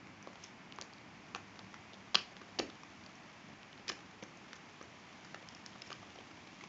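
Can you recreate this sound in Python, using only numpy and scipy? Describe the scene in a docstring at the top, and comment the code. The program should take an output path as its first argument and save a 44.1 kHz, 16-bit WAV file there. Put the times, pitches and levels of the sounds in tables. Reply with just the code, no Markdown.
"""Dogs gnawing antler chews

Two small dogs lie on a living-room carpet, close to one small microphone with little top end. Each bite is a
tooth slipping over the antler in a few tiny jerks: a bright snap at the contact, a short hollow ring, a duller
knock of jaw and chew. Some slips jolt the floor. Teeth, lips and tongue tick in between, and teeth and paws rub
grittily. The room answers briefly; a steady hiss, a low rumble and a faint hum lie under it all."""
import sys
import numpy as np
from scipy import signal
from scipy.fft import rfft, irfft
from scipy.io import wavfile

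SR = 44100
rng = np.random.default_rng(int(sys.argv[2]) if len(sys.argv) > 2 else 0)


def inscribe(sig):
    """Save sig as 16-bit PCM at rate SR to the path in sys.argv[1].

    A 1-D sig is mono; a 2-D sig holds one channel per row.
    Samples are clipped to [-1, 1] before scaling.
    """
    pcm = np.round(np.clip(np.atleast_2d(sig).T, -1, 1) * 32767)
    wavfile.write(sys.argv[1], SR, pcm.astype(np.int16))


N = 294588
TIME = np.arange(N) / SR


def bites(clean_width_hz=470, widening_hz_per_s=91000, widest_hz=1500):
    """A tooth bears down and slips: a clean break snaps narrowly, longer rubbing damps and broadens it."""
    # One sharp click a row: a tooth slip, or its short room echo.
    # start_s, length_s, knock_db, knock_hz, ring_db, ring_hz, snap_db, snap_hz
    clicks = [(.2730, 0.00076, -45.5, 580, -50, 990, -74, 2450),
              (.3562, .001, -54.5, 700, -59, 2970, -64.5, 5230),
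              (0.7864, 0.000078, -42, 960, -67, 2130, -69, 6040),
              (0.8128, 0.00085, -48.5, 3300, -56, 5870, -46, 4377),
              (0.8204, 0.0022, -51.5, 600, -52.5, 1733, -47.5, 4470),
              (1.3486, 0.00079, -39.5, 1220, -42.5, 2540, -47.5, 4600),
              (1.357, 0.0082, -41, 950, -63.5, 2250, -53.5, 6040),
              (1.5914, 0.0025, -52, 890, -69, 5170, -50.5, 3680),
              (1.7419, 0.00254, -65, 900, -47.5, 1290, -59, 5830),
              (1.9334, 0.0026, -59.5, 442, -71.5, 4850, -54, 3300),
              (2.1450, 0.0019, -43.5, 720, -35.5, 1070, -37, 4520),
              (2.1455, 0.0079, -48, 910, -31.5, 3370, -34, 4600),
              (2.1538, 0, -33.5, 1500, -42, 5090, -23, 2920),
              (2.1536, 0.00052, -38, 1040, -35, 4670, -28.5, 3950),
              (2.1552, 0.00069, -41, 600, -37, 2770, -32, 5000),
              (2.3670, .001, -55, 1610, -66, 4900, -54.5, 3300),
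              (2.414, 0.00363, -54, 350, -53, 1230, -69, 4000),
              (2.5880, 0.0016, -41, 642, -50, 1430, -41, 3160),
              (2.5904, 0.0041, -49, 1900, -47, 3150, -32, 4460),
              (2.5968, 0.0041, -37, 520, -46, 1057, -41, 2940),
              (2.599, 0.0019, -38, 746, -52, 1570, -49, 4300),
              (2.6980, 0.00265, -57, 960, -58, 1380, -64, 3500),
              (2.8340, 0.0011, -50.5, 954, -56.5, 2450, -58.5, 5700),
              (3.8803, 0.00245, -45, 2000, -48, 5220, -44, 3900),
              (3.8878, 0.0059, -48, 2000, -43, 5000, -52, 3100),
              (3.8906, 0.0072, -39.5, 2770, -39.5, 5200, -42, 4400),
              (3.8980, 0.0026, -42, 1060, -40, 1690, -41, 3000),
              (3.9018, 0.00035, -48, 700, -51, 5270, -57, 5740),
              (3.9176, 0.001, -51.5, 420, -63, 5200, -47.5, 3060),
              (4.225, 0.0069, -46.5, 535, -49.5, 2220, -54, 3620),
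              (4.236, 0.00116, -72, 400, -52.5, 1137, -53, 5930),
              (4.531, 0.002, -46.5, 1540, -57, 2950, -53, 5430),
              (4.555, 0.0105, -55, 990, -64, 3300, -58, 6000),
              (4.8120, 0.003, -48, 570, -59.5, 1170, -65, 5800),
              (5.2469, 0.007, -57.5, 1410, -58, 1820, -57.5, 5070),
              (5.345, 0.002, -45.5, 627, -44.5, 1380, -54, 2740),
              (5.4875, .0006, -64, 1700, -57, 3180, -50, 5300),
              (5.6619, 0.00065, -54, 1750, -55, 3154, -48, 5700),
              (5.7537, 0.0095, -53, 702, -58.5, 1120, -74, 2490),
              (5.8184, 0.0037, -51, 2500, -49, 5070, -50, 3450),
              (5.862, 0.017, -56.5, 2010, -56, 5360, -60.5, 4500),
              (5.9027, 0.00283, -56, 1250, -47, 670, -49, 2780),
              (5.9150, 0.0084, -48.5, 800, -48.5, 1190, -54, 3080),
              (5.9284, 0.0013, -60, 1500, -48, 3110, -48, 5040),
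              (6.0286, 0.0042, -58, 1000, -55, 640, -72, 3000),
              (6.1570, 0.0044, -53.5, 595, -61, 1250, -59.5, 3000),
              (6.187, 0.0014, -52, 440, -58, 3060, -60, 2500),
              (6.2037, 0.0073, -54, 1026, -58.5, 2260, -74.5, 6000),
              (6.4710, 0.0043, -56, 676, -60, 2350, -60, 3800),
              (6.6094, 0.0026, -64, 1203, -50.5, 2160, -76, 5930),
              (6.6373, 0.0037, -49, 890, -52.5, 2290, -56, 5700)]
    return place((start_s, contact(length_s, *voice,
                                   min(clean_width_hz + widening_hz_per_s * length_s, widest_hz)))
                 for start_s, length_s, *voice in clicks)


def contact(slip_s, knock_db, knock_hz, ring_db, ring_hz, snap_db, snap_hz, snap_width_hz):
    """A tooth knocks jaw and chew, rings the chew at a pitch set by the grip, and snaps at the contact."""
    # Small things radiate little bass, and no jerk is infinitely sharp.
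    force_band = np.vstack([butterworth(2, 120, "high"), butterworth(5, 7640)])
    force = signal.sosfilt(force_band, slip_force(slip_s))
    knock = resonate(force, knock_hz, width_hz=0.359 * knock_hz)
    jaw = resonate_twice(force, hz=378, width_hz=290)
    ring = resonate(force, ring_hz, width_hz=280)
    small_tooth = butterworth(5, 0.97 * snap_hz, "high")
    blunt_tip = butterworth(2, 1.8 * snap_hz)
    snap = signal.sosfilt(np.vstack([small_tooth, blunt_tip]), resonate(force, snap_hz, snap_width_hz))
    return (at_level(knock, knock_db) + at_level(jaw, knock_db - 9)
            + at_level(ring, ring_db) + at_level(snap, snap_db))


def slip_force(slip_s, jerks_per_s=3600, spread_db=1.5, crumble_db=-20, crumble_s=0.0016):
    """Force of a tooth that lets go, judders along the surface and crumbles it a little."""
    t = TIME[:1500]
    catches = (rng.random(len(t)) < jerks_per_s / SR) * (t < slip_s)
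    sizes = from_db(spread_db * rng.standard_normal(len(t)))
    grit = rng.standard_normal(len(t))
    jerks = catches * sizes * np.sign(grit)
    jerks[0] = 1.76  # the tooth first lets go
    crumble = grit * np.exp(-t / (crumble_s + slip_s / 2))
    return unit_energy(jerks) + from_db(crumble_db) * unit_energy(crumble)


def tooth_ticks():
    """A tooth tip touches lightly, with no slip and hardly any knock."""
    # One touch a row: start_s, level_db, pitch_hz
    touches = [(0.2265, -55, 5900), (0.438, -49, 6040), (0.441, -46.5, 5390), (0.7231, -47.5, 2950),
               (0.761, -58, 6300), (0.9353, -54.5, 4500), (0.983, -58.5, 3900), (1.9415, -55, 3500),
               (2.7012, -53, 3500), (3.038, -59.5, 4600), (3.0624, -52, 4500), (3.154, -58, 5600),
               (3.6312, -54.5, 2750), (3.7294, -53, 3000), (4.372, -61, 6350), (4.8265, -54.5, 6000),
               (5.549, -50.5, 5200), (5.732, -58, 3300), (5.958, -65, 5500), (6.104, -59, 2950)]
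    return place((start_s, contact(slip_s=0, knock_db=db - 10.5, knock_hz=2230, ring_db=db - 12.5,
                                   ring_hz=hz, snap_db=db, snap_hz=hz, snap_width_hz=370))
                 for start_s, db, hz in touches)


def antler_ring(teeth):
    """The teeth leave the stiff chew ringing faintly for some tens of milliseconds."""
    # Resonances of the antler: pitch_hz, width_hz, peak_gain_db
    modes = [(1150, 130, -5.5), (2500, 38, -12), (2740, 190, -18), (3270, 76, -15), (3448, 49, -18),
             (4220, 54, -18), (5240, 90, -18.5), (5550, 45, -20)]
    return sum(from_db(db) * resonate(teeth, hz, width_hz) for hz, width_hz, db in modes)


def floor_jolts():
    """Some slips jolt dog and chew against the floor."""
    # One jolt a row: start_s, thud_db, boom_db, boom_hz, shudder_db
    blows = [(2.156, -54, -43.5, 213, -66), (2.5955, -51, -30.5, 340, -34.5), (2.623, -60, -44.5, 420, -47),
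             (3.8990, -60, -44.5, 367, -50), (4.2270, -61.5, -46.5, 207, -52.5)]
    return place((start_s, jolt(*blow)) for start_s, *blow in blows)


def jolt(thud_db, boom_db, boom_hz, shudder_db, thud_s=0.06, boom_s=0.0054, shudder_s=0.049):
    """A soft, deep thud on the carpet, a short hollow boom and a low, lingering shudder."""
    t = TIME[:SR // 2]
    push = rng.standard_normal(len(t)) * np.exp(-t / thud_s)
    thud = resonate_twice(push, hz=55, width_hz=120)
    pitch_hz = boom_hz * (1 - 0.069 * (1 - np.exp(-t / 0.044)))  # sinks as the jaw lets go
    pulse = np.sin(2 * np.pi * np.cumsum(pitch_hz) / SR) * np.exp(-t / boom_s)
    boom = resonate(pulse, boom_hz, width_hz=boom_hz)
    shake = rng.standard_normal(len(t)) * np.exp(-t / shudder_s)
    shudder = resonate_twice(shake, hz=297, width_hz=110)
    return at_level(thud, thud_db) + at_level(boom, boom_db) + at_level(shudder, shudder_db)


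def mouth_ticks(count=50, longest_s=0.0083, spread_db=1.2):
    """Faint wet ticks and rasps of lips and tongue, scattered at random."""
    ticks = []
    for when, length, loudness, brightness, depth, grip in rng.random((count, 6)):
        tick = contact(slip_s=longest_s * length,
                       knock_db=-60, knock_hz=900 * 2 ** (2 * depth - 1),
                       ring_db=-65, ring_hz=2200 * 2 ** (grip - 0.5),
                       snap_db=-68, snap_hz=4600 * 2 ** (brightness - 0.5), snap_width_hz=1200)
        ticks.append((when * N / SR, from_db(spread_db * (2 * loudness - 1)) * tick))
    return place(ticks)


def rubbing(grains_per_s=900, spread_db=0.5):
    """Teeth, fur and paws rub on chew and carpet: fine grit catches and lets go."""
    # Strength of the rubbing, greatest once a paw takes a new hold: time_s, level_db
    strength = [(0, -92), (.38, -68.5), (.45, -58), (.53, -79), (1.3, -71.5), (2.0, -68.5), (3.0, -67),
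                (3.7, -71), (4.35, -69.5), (4.65, -66), (4.85, -66.5), (5.4, -65.5), (5.75, -66),
                (5.92, -63), (6.05, -64.5), (6.35, -66.5), (6.68, -62)]
    # Resonances that the grit excites: pitch_hz, width_hz, gain_db
    modes = [(2400, 900, -0.5), (3300, 780, 3), (5600, 3000, -4.5)]
    sizes = from_db(spread_db * np.clip(rng.standard_normal(N), -2, 2))
    signs = rng.choice([-1, 1], N)
    grit = (rng.random(N) < grains_per_s / SR) * sizes * signs
    rasp = sum((-1) ** k * from_db(db) * resonate(grit, hz, width_hz)
               for k, (hz, width_hz, db) in enumerate(modes))
    return over_time(strength) * unit_rms(rasp)


def living_room(direct, build_s=0.013, echo_blur_s=0.0024):
    """A few slightly blurred echoes and a diffuse tail that the carpet soon swallows."""
    # Room tail, its level against the direct sound: frequency_hz, level_db, t60_s
    reverb = [(151, -4.5, 0.16), (296, -7, 0.21), (550, -11, 0.25), (990, -12, 0.25), (1690, -9, 0.17),
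              (2350, -3, 0.26), (3150, -19, 0.27), (4200, -14.5, .28), (5500, -18, .27), (7000, -9, 0.27)]
    # First reflections from furniture, wall and ceiling: delay_s, gain_db
    echoes = [(.0028, -18), (.0098, -27), (0.0172, -33), (0.0282, -25), (.0305, -23.5)]
    t = TIME[:SR // 2]
    response = np.zeros(len(t))
    edges_hz = np.geomspace(90, 9000, 12)
    for low, high in zip(edges_hz, edges_hz[1:]):
        hz = np.sqrt(low * high)
        noise = signal.sosfilt(butterworth(2, [low, high], "band"), rng.standard_normal(len(t)))
        t60_s = at_hz(reverb, hz, column=2)
        tail = noise * from_db(-60 * t / t60_s) * (1 - np.exp(-t / build_s))
        band_share = 2 * (high - low) / SR
        response += unit_energy(tail) * from_db(at_hz(reverb, hz)) * np.sqrt(band_share)
    for delay_s, db in echoes:
        blur = unit_energy(rng.standard_normal(len(t)) * np.exp(-t / echo_blur_s))
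        response += from_db(db) * np.roll(blur, int(delay_s * SR))
    return signal.fftconvolve(direct, response)[:N]


def hiss():
    """Steady, broad room tone."""
    # Colour of the hiss: frequency_hz, relative_density_db
    spectrum = [(240, -26.5), (400, -4), (471, -4), (508, -7.5), (561, -4), (730, -1.5), (1100, -2.5),
                (1470, -6), (2280, -3.5), (3330, -13), (3920, -16.5), (4910, -15), (7060, -20),
                (8000, -16.5), (10400, -37), (17600, -120)]
    return from_db(-58.5) * coloured_noise(spectrum)


def rumble(waver_db=1.0, wavers_per_s=9):
    """Low noise whose level wanders a little."""
    # Colour of the rumble: frequency_hz, relative_density_db
    spectrum = [(20, -37), (32, -19.5), (50, -14.5), (64, -15.5), (88, -4), (130, -3.5), (205, 1),
                (260, -2.5), (310, -1.5), (380, -8.5), (480, -29), (800, -80)]
    # Slow drift of its level: time_s, gain_db
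    swell = [(0, 2.5), (.3, -1.5), (6.1, 0.5), (6.4, 0.5), (6.68, 0.5)]
    noise = from_db(-61) * coloured_noise(spectrum)
    wander = np.interp(TIME * wavers_per_s, np.arange(200), rng.standard_normal(200))
    return noise * from_db(waver_db * wander) * over_time(swell)


def hum():
    """Two narrow bands of noise, heard as faint low tones that waver."""
    # Tones of the hum: pitch_hz, width_hz, base_level_db
    tones = [(102.5, 8.5, -79), (193.9, 18, -74.5)]
    # The hum swells and fades: time_s, gain_db
    swell = [(0, 2.5), (.7, 6), (1.1, -7), (1.45, 7.5), (1.9, 10), (2.5, 4.5), (2.9, -7.5), (3.45, 1.5),
             (4.4, 0), (6.68, -4.5)]
    drone = sum(from_db(db) * unit_rms(resonate_twice(rng.standard_normal(N), hz, width_hz))
                for hz, width_hz, db in tones)
    return drone * over_time(swell)


def microphone(x, cutoff_hz=7150, skirt_hz=8750, skirt_db=-21.5):
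    """A small microphone cuts the treble steeply; only a trace passes above the cut."""
    main = signal.sosfilt(butterworth(16, cutoff_hz), x)
    skirt = signal.sosfilt(signal.cheby1(12, 1, skirt_hz, fs=SR, output="sos"), x)
    return main + from_db(skirt_db) * skirt


def resonate(x, hz, width_hz):
    """One damped resonance, gain 1 at its peak."""
    r = np.exp(-np.pi * width_hz / SR)
    feedback = [1, -2 * r * np.cos(2 * np.pi * hz / SR), r * r]
    return (1 - r * r) / 2 * signal.lfilter([1, 0, -1], feedback, x + 1e-18)


def resonate_twice(x, hz, width_hz):
    """The same resonance twice in series, for steeper flanks."""
    return resonate(resonate(x, hz, width_hz), hz, width_hz)


def butterworth(order, hz, kind="low"):
    """Sections of a filter with a flat passband."""
    return signal.butter(order, hz, kind, fs=SR, output="sos")


def coloured_noise(spectrum):
    """Even noise of a given colour, with an rms of one."""
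    hz = np.arange(N // 2 + 1) * SR / N
    return unit_rms(irfft(rfft(rng.standard_normal(N)) * from_db(at_hz(spectrum, hz)), N))


def place(sounds):
    """Lay (start_s, sound) pairs on the time line."""
    out = np.zeros(N + SR)
    for start_s, sound in sounds:
        start = max(int(start_s * SR), 0)
        out[start:start + len(sound)] += sound
    return out[:N]


def at_level(x, db):
    """Set a short sound's rms level through the microphone, its energy counted over 5 ms."""
    return x * from_db(db) * np.sqrt(0.005 * SR / np.sum(microphone(x) ** 2))


def at_hz(points, hz, column=1):
    """Read a column of a table on a log-frequency axis."""
    table = np.array(points)
    return np.interp(np.log(np.maximum(hz, 1)), np.log(table[:, 0]), table[:, column])


def over_time(curve):
    """A (time_s, level_db) curve as a gain at every sample."""
    return from_db(np.interp(TIME, *np.transpose(curve)))


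def from_db(db):
    """Decibels to gain."""
    return 10 ** (np.asarray(db) / 20)


def unit_energy(x):
    """Scale so that the squares sum to one."""
    return x / np.sqrt(np.sum(x ** 2) + 1e-20)


def unit_rms(x):
    """Scale so that the squares average one."""
    return np.sqrt(len(x)) * unit_energy(x)


def scene():
    """The gnawing close by, the room's short answer and the background, in mono."""
    teeth = bites() + tooth_ticks()
    chewing = teeth + antler_ring(teeth) + mouth_ticks()
    jolts = floor_jolts()
    background = hiss() + rumble() + hum()
    return (chewing + living_room(chewing) + jolts + rubbing() + background)[None]


def record(dry):
    """Everything passes through the one small microphone."""
    return microphone(dry)


dry = scene()
out = record(dry)
inscribe(out)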